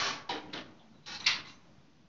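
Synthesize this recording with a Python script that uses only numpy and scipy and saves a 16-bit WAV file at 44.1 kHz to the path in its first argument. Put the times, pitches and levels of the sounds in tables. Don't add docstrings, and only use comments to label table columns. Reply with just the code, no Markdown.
import sys
import numpy as np
from scipy import signal
from scipy.io import wavfile
from scipy.ndimage import uniform_filter1d

SR = 44100
rng = np.random.default_rng(int(sys.argv[2]) if len(sys.argv) > 2 else 0)


def wrap_up_sound(samples):
    columns = np.atleast_2d(samples).T
    tamed = np.clip(columns, -1, 1)
    steps = np.round(tamed * 32767).astype(np.int16)
    wavfile.write(sys.argv[1], SR, steps)


def invert_db(level):
    return 10 ** (np.asarray(level, dtype=float) / 20)


N = 91772
LEAD = 4410


def evened(x):
    return x / np.sqrt(np.mean(x ** 2) + 1e-24)


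def read(points, hz):
    f, value = np.transpose(points)
    return np.interp(np.log(hz + 1), np.log(f + 1), value)


def add(mix, start_s, sound):
    part = mix[LEAD + round(start_s * SR):][:len(sound)]
    part += sound[:len(part)]


def colour(x, points):
    gain_db = read(points, abs(np.fft.fftfreq(4096, 1 / SR)))
    log_gain = np.log(invert_db(np.maximum(gain_db, -100)))
    taps = np.fft.ifft(np.exp(np.conj(signal.hilbert(log_gain)))).real[:2048]
    return signal.oaconvolve(x, taps)[:len(x)]


def ring(x, hz, width_hz):
    r = np.exp(-np.pi * width_hz / SR)
    pole = r * np.exp(2j * np.pi * hz / SR)
    return 2 * signal.lfilter([1 - r], [1, -pole], x).real


def clicks(count, per_s, spread_db):
    when, sign, size = rng.random((count, 3)).T
    force = invert_db(spread_db * np.minimum(-np.log(size + 1e-9), 4))
    return (when < per_s / SR) * np.sign(sign - .5) * force


# pitch_hz, t60_s
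ROOM = [(200, 0.95), (700, 0.85), (1500, 0.57), (3000, 0.37), (6500, 0.28)]


def room(x):
    taps = np.zeros(30000)
    at = np.arange(200, 29980, 20)
    taps[at + rng.integers(0, 20, len(at))] = rng.choice([-1., 1.], len(at))
    hz, t, z = signal.stft(taps, SR, nperseg=256)
    decay = invert_db(-60 * t / read(ROOM, hz)[:, None])
    tail = signal.istft(z * decay, SR, nperseg=256)[1]
    return signal.fftconvolve(x, tail / np.linalg.norm(tail))


# start_s, level_db, rise_s, hold_s, fall_t60_s
CLATTERS = [
    (-.03, -33.5, 0.0025, .11, 0.29),
    (0.29, -34.5, 0.0019, 0.016, 0.3),
    (0.524, -41, 0.0097, 0.043, 0.28),
    (1.058, -48, 0.0087, 0.09, 0.11),
    (1.259, -24, 0.0087, 0.006, 0.21),
    (1.441, -56, 0.011, 0.046, 0.1),
]
# pitch_hz, level_db_per_hz
COLOURS = [
    [(88, -64), (150, -14.5), (761, -7), (894, -3.5), (1120, -6), (1570, -3.5), (1900, -3.5), (5870, -7),
     (7000, -24), (9100, -60), (15400, -120)],
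    [(88, -56), (150, -38.5), (309, -5), (363, -3), (773, -15.5), (1120, -12.5), (2990, -12.5),
     (5680, -23.5), (7000, -46.5), (9100, -89), (15400, -120)],
    [(88, -38), (150, -8), (304, -3), (953, -12.5), (1840, -9.5), (2270, -12), (3180, -8.5), (5770, -23.5),
     (7000, -38.5), (9100, -60.5), (15400, -120)],
    [(180, -40), (300, -11), (688, -12.5), (828, -9.5), (1440, -9.5), (5670, -4.5), (7000, -20.5),
     (9100, -54), (15400, -120)],
    [(300, -29.5), (900, -19.5), (1150, -12), (1700, -13.5), (1950, -8), (4300, -6), (5800, -14),
     (7000, -37.5), (9000, -73.5)],
]
# pitch_hz, level_db_per_hz
SCRAPE = [(400, -28), (900, -3.5), (2100, -4.5), (4400, 2.5), (5300, -8), (6300, -13), (7300, -28),
          (9000, -60)]
# pitch_hz, width_hz, level_db
RINGS = [
    [(1138, 90, 4), (1843, 60, 5), (2920, 70, 4), (4220, 50, 1), (4870, 50, 1.5), (5330, 120, 0)],
    [(312, 50, 0), (470, 60, -1), (793, 60, 1), (960, 84, 0.5), (2928, 300, 3), (3866, 400, -4)],
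    [(283, 94, 4), (2150, 500, 8), (3310, 120, -7), (4510, 31, -20)],
]
# pitch_hz, width_hz, level_db
TRAY_RINGS = [
    [(1450, 400, -2.5), (4050, 300, 2.5)],
    [(1100, 300, -3), (2200, 900, 3), (4200, 1500, 2)],
]
# pitch_hz, width_hz, level_db
SCRAPE_RINGS = [(2050, 220, 0.5), (3900, 200, 4)]
# ring_over_rattle_db, collisions_per_s, room_db, gate_closes_s, gate_db
MAKE = [
    (-7, 6000, -7.5, .25, -2.5),
    (-0.5, 5000, -5.5, 0.099, -3),
    (-12, 2000, -8.5, 0.09, -4),
    (-9.5, 7100, -4.5, 0.11, 0.5),
    (-12, 3300, -3, 0.147, -3.5),
    (-17, 2600, -3.5, .12, -12),
]
GATE_S = .014
LOW_HZ, LOW_RISE_S, STEEL_ROOM_DB = 1600, 0.028, -4


def steel(x, rings):
    total = 0
    for k, (hz, width_hz, db) in enumerate(rings):
        total = total + (-1) ** k * invert_db(db) * ring(x, hz, 0.47 * width_hz) / np.sqrt(width_hz)
    return total


def clatter(row, tone, rings, make):
    start_s, db, rise_s, hold_s, fall_s = row
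    ring_db, per_s, room_db, gate_s, gate_db = make
    t = np.arange(SR // 2) / SR
    shape = np.minimum(t / rise_s, 1) ** 2 * invert_db(-60 * np.maximum(t - rise_s - hold_s, 0) / fall_s)
    hits = clicks(len(t), per_s, spread_db=1.58)
    rattle = colour(shape * hits, tone) / colour(hits, tone).std()
    lows = signal.filtfilt(*signal.butter(2, LOW_HZ, fs=SR), rattle)
    rattle = rattle - lows * np.maximum(1 - t / LOW_RISE_S, 0)
    rung = invert_db(ring_db) * steel(shape * hits, rings) / steel(hits, rings).std()
    wet = invert_db(room_db) * room(rattle + invert_db(STEEL_ROOM_DB) * rung)
    wet[:len(t)] += rattle + rung
    gate = np.clip((np.arange(len(wet)) / SR - gate_s) / GATE_S, 0, 1)
    return start_s, invert_db(db + gate_db * gate) * wet


# time_s, level_db
BUMPING = [(0, -49.5), (.13, -48.5), (.26, -60), (.34, -50.5), (.42, -58.5), (.5, -50.5), (.6, -53),
           (.76, -59), (.86, -67.5), (.96, -55.5), (1.05, -65.5), (1.12, -54), (1.4, -53.5), (1.52, -62.5),
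           (1.68, -61), (1.79, -60.5), (1.86, -63), (2.08, -65.5)]
# pitch_hz, level_db_per_hz
BUMP = [(24, -47.5), (40, -18), (185, -4.5), (225, -7), (310, -14), (1500, -27.5), (1950, -58),
        (3300, -120)]
# pitch_hz, width_hz, level_db
FRAME = [(108, 13, -6.5), (144, 22, -1.5), (226, 15, 0.5), (308, 23, 2.5)]
FRAME_DB = -8


def bumps():
    time_s, level_db = np.transpose(BUMPING)
    hits = clicks(N, 400, spread_db=1.5)
    knocks = evened(colour(hits, BUMP)) + 1.3 * evened(colour(rng.standard_normal(N), BUMP))
    hum = 0
    for hz, width_hz, db in FRAME:
        twice = ring(ring(hits, hz, width_hz), hz, 3 * width_hz)
        hum = hum + invert_db(db) * twice / np.sqrt(width_hz)
    level = invert_db(np.interp(np.arange(N) / SR, time_s, level_db) - 2)
    return level * evened(evened(knocks) + invert_db(FRAME_DB) * evened(hum))


# pitch_hz, level_db_per_hz
HISS = [(150, -22), (500, -7.5), (1000, -8), (3000, -10), (6200, -15), (7400, -29), (9000, -67.5)]
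HISS_DB = -70.5
# time_s, offset_full_scale
DRIFT = [(0, -.0018), (.25, -.001), (.35, -.0014), (.75, -.0008), (1.04, -.00063), (1.36, -.0017),
         (1.46, -.001), (2.08, -.00047)]
HISS_FOLLOW = 0.76


def hiss():
    time_s, offset = np.transpose(DRIFT)
    lift = np.interp(np.arange(N) / SR, time_s, offset / offset[-1]) ** HISS_FOLLOW
    return invert_db(HISS_DB - 2) * lift * evened(colour(rng.standard_normal(N), HISS))


# start_s, peak_db, pitch_hz, rise_s, t60_s
PINGS = [(.292, -35, 964, .006, .22), (.292, -39, 770, .006, .25), (.318, -37, 312, .012, .15),
         (.338, -38.5, 312, .008, .15), (.347, -41, 452, .014, .1), (1.243, -33, 3900, .001, .025),
         (.485, -50, 290, .01, .1), (.32, -41, 1800, 0.0064, 0.093), (1.264, -21, 4700, .002, .035),
         (1.269, -22, 3900, .002, .025), (1.264, -29, 5750, .002, .03), (1.267, -28, 2150, .003, .04),
         (1.53, -64, 6130, .028, .04), (1.5, -62, 3750, 0.018, .05), (1.475, -59.5, 5000, .015, .15),
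         (1.571, -52.5, 256, 0.0027, .04), (1.5, -54.5, 245, 0.0052, 0.074), (1.739, -53, 198, .003, .05),
         (1.5, -52, 193, .004, 0.052), (1.779, -50, 146, .004, 0.091), (1.5, -55, 200, .003, .05),
         (2, -55, 220, 0.0034, 0.049), (2.043, -55.5, 170, .003, .06), (1.375, -50.5, 300, .01, 0.085),
         (.555, -44, 320, .012, .15), (.595, -45, 250, .015, .12), (.06, -34, 1100, .006, .08),
         (.08, -36, 900, .006, .06), (.105, -37, 1140, .005, .06), (1.44, -54, 2050, .015, .2),
         (1.455, -54, 1100, .006, .08), (1.46, -56, 4010, .02, .2), (1.48, -58, 2760, .015, .15),
         (1.52, -60, 2140, .015, .15), (.99, -56, 150, .02, .15), (1.995, -56, 140, .005, .06),
         (1.875, -58.5, 300, .008, 0.071), (.795, -57, 3500, .001, 0.022), (1.202, -41, 4000, .002, .04)]


def ping(start_s, db, hz, rise_s, t60_s):
    t = np.arange(SR // 4) / SR
    swell = np.sin(np.pi / 2 * np.minimum(t / rise_s, 1)) ** 2
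    fade = invert_db(db - 60 * np.maximum(t - rise_s, 0) / t60_s)
    return start_s, swell * fade * np.sin(2 * np.pi * hz * t)


# start_s, peak_db, pitch_hz, width_hz,
# length_s
TICKS = [(0.29, -48, 870, 300, 0.017), (0.5, -61, 2900, 900, 0.023), (.535, -37.5, 3840, 770, 0.0085),
         (.797, -64.5, 3300, 600, .035), (.94, -71.5, 3900, 150, .055), (1.032, -68.5, 3950, 200, 0.046),
         (1.06, -49, 3640, 1200, .008), (1.148, -40.5, 4200, 460, 0.038), (1.203, -40, 3900, 795, 0.011),
         (1.204, -51.5, 870, 550, 0.058), (1.196, -54.5, 5800, 500, 0.05), (1.2, -49, 2200, 1900, 0.099),
         (1.243, -43, 3950, 700, 0.022), (0.803, -62, 750, 420, 0.061), (0.8, -58.5, 227, 19, 0.11),
         (1.664, -66, 650, 400, 0.07), (1.476, -63, 5880, 900, 0.085), (1.264, -29.5, 5450, 510, 0.013),
         (.1, -51, 266, 64, 0.05), (1.148, -45, 5000, 1200, .003)]
TICK_ROOM_DB = -10


def tick(start_s, db, hz, width_hz, length_s):
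    t = np.arange(SR // 3) / SR
    hits = clicks(len(t), 11000, spread_db=3.5)

    def body(x):
        return ring(ring(x, hz, width_hz), hz, 1.1 * width_hz)

    shape = np.exp(-(t / length_s) ** 3) * (1 + 0.71 * np.exp(-t / 0.00078))
    return start_s, invert_db(db - 3) * body(shape * hits) / body(hits).std()


DRAG_HZ = [840, 1141, 1445, 1640, 1842, 2301, 2625, 3105, 3762, 3878, 4095, 5532]
DRAG_LEVELS = [-56, -59.5, -59, -64, -59.5, -61.5, -58, -63.5, -65, -59, -64, -59]
DRAG_RISE_S, DRAG_FLUTTER = .03, .8


def drag():
    t = np.arange(SR // 5) / SR
    gate_s = MAKE[3][3]
    shape = np.minimum(t / DRAG_RISE_S, 1) * np.clip(1 - (t - gate_s) / GATE_S, 0, 1)
    modes = 0
    for hz, db in zip(DRAG_HZ, DRAG_LEVELS):
        wander = evened(uniform_filter1d(rng.standard_normal(len(t)), size=350))
        tone = np.sin(2 * np.pi * (hz * t + rng.random()))
        modes = modes + invert_db(db) * (1 + DRAG_FLUTTER * wander) * tone
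    return CLATTERS[3][0], np.sqrt(2) * shape * modes


DROP_HZ = [2036, 2153, 2300, 2354, 2615, 2715, 2768, 3501, 3746, 3848, 4038, 4242, 4494, 4569]
DROP_LEVELS = [0, -2, -5, -3.5, -5.5, -2, -1.5, -4, -4.5, -9.5, -4, -3, -3.5, -2]
DROP_DB, DROP_T60_S = -31, 0.3


def drop():
    t = np.arange(SR // 2) / SR
    gate_s, gate_db = MAKE[4][3:]
    modes = 0
    for hz, db in zip(DROP_HZ, DROP_LEVELS):
        modes = modes + invert_db(db) * np.sin(2 * np.pi * (hz * t + rng.random()))
    gate = np.clip((t - gate_s) / GATE_S, 0, 1)
    fade = invert_db(DROP_DB - 60 * t / DROP_T60_S + 2 * gate_db * gate)
    return CLATTERS[4][0], fade * np.minimum(t / 0.005, 1) * modes


def scene():
    trays, tools = np.zeros(N + LEAD), np.zeros(N + LEAD)
    tones = COLOURS + [SCRAPE]
    rings = RINGS + TRAY_RINGS + [SCRAPE_RINGS]
    for parts in zip(CLATTERS, tones, rings, MAKE):
        add(trays, *clatter(*parts))
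    add(trays, *drop())
    add(trays, *drag())
    for row in TICKS:
        add(tools, *tick(*row))
    for row in PINGS:
        add(tools, *ping(*row))
    tools = tools + invert_db(TICK_ROOM_DB) * room(tools)[:N + LEAD]
    return ((trays + tools)[LEAD:] + bumps() + hiss())[None]


def top_cut(x):
    return signal.sosfilt(signal.butter(12, 8950, fs=SR, output="sos"), x)


EDGE_HZ = 7415
PHONE_RATE_HZ, IMAGE_DB = 16000, -20
# low_hz, high_hz
IMAGE_HZ = [8300, 8800]


def record(dry):
    t = np.arange(N) / SR
    wide = np.pad(dry, ((0, 0), (100, 100)), "reflect")
    band = signal.firwin(201, EDGE_HZ, window=("kaiser", 11), fs=SR)[None]
    x = signal.oaconvolve(wide, band, "valid", axes=1)
    mirror = signal.firwin(301, IMAGE_HZ, pass_zero=False, window=("kaiser", 9), fs=SR)[None]
    flipped = x * np.cos(2 * np.pi * PHONE_RATE_HZ * t)
    x = x + invert_db(IMAGE_DB) * signal.oaconvolve(flipped, mirror, "same", axes=1)
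    x = x + np.interp(t, *np.transpose(DRIFT)) + invert_db(-99) * rng.standard_normal(x.shape)
    return top_cut(x)


dry = scene()
out = record(dry)
wrap_up_sound(out)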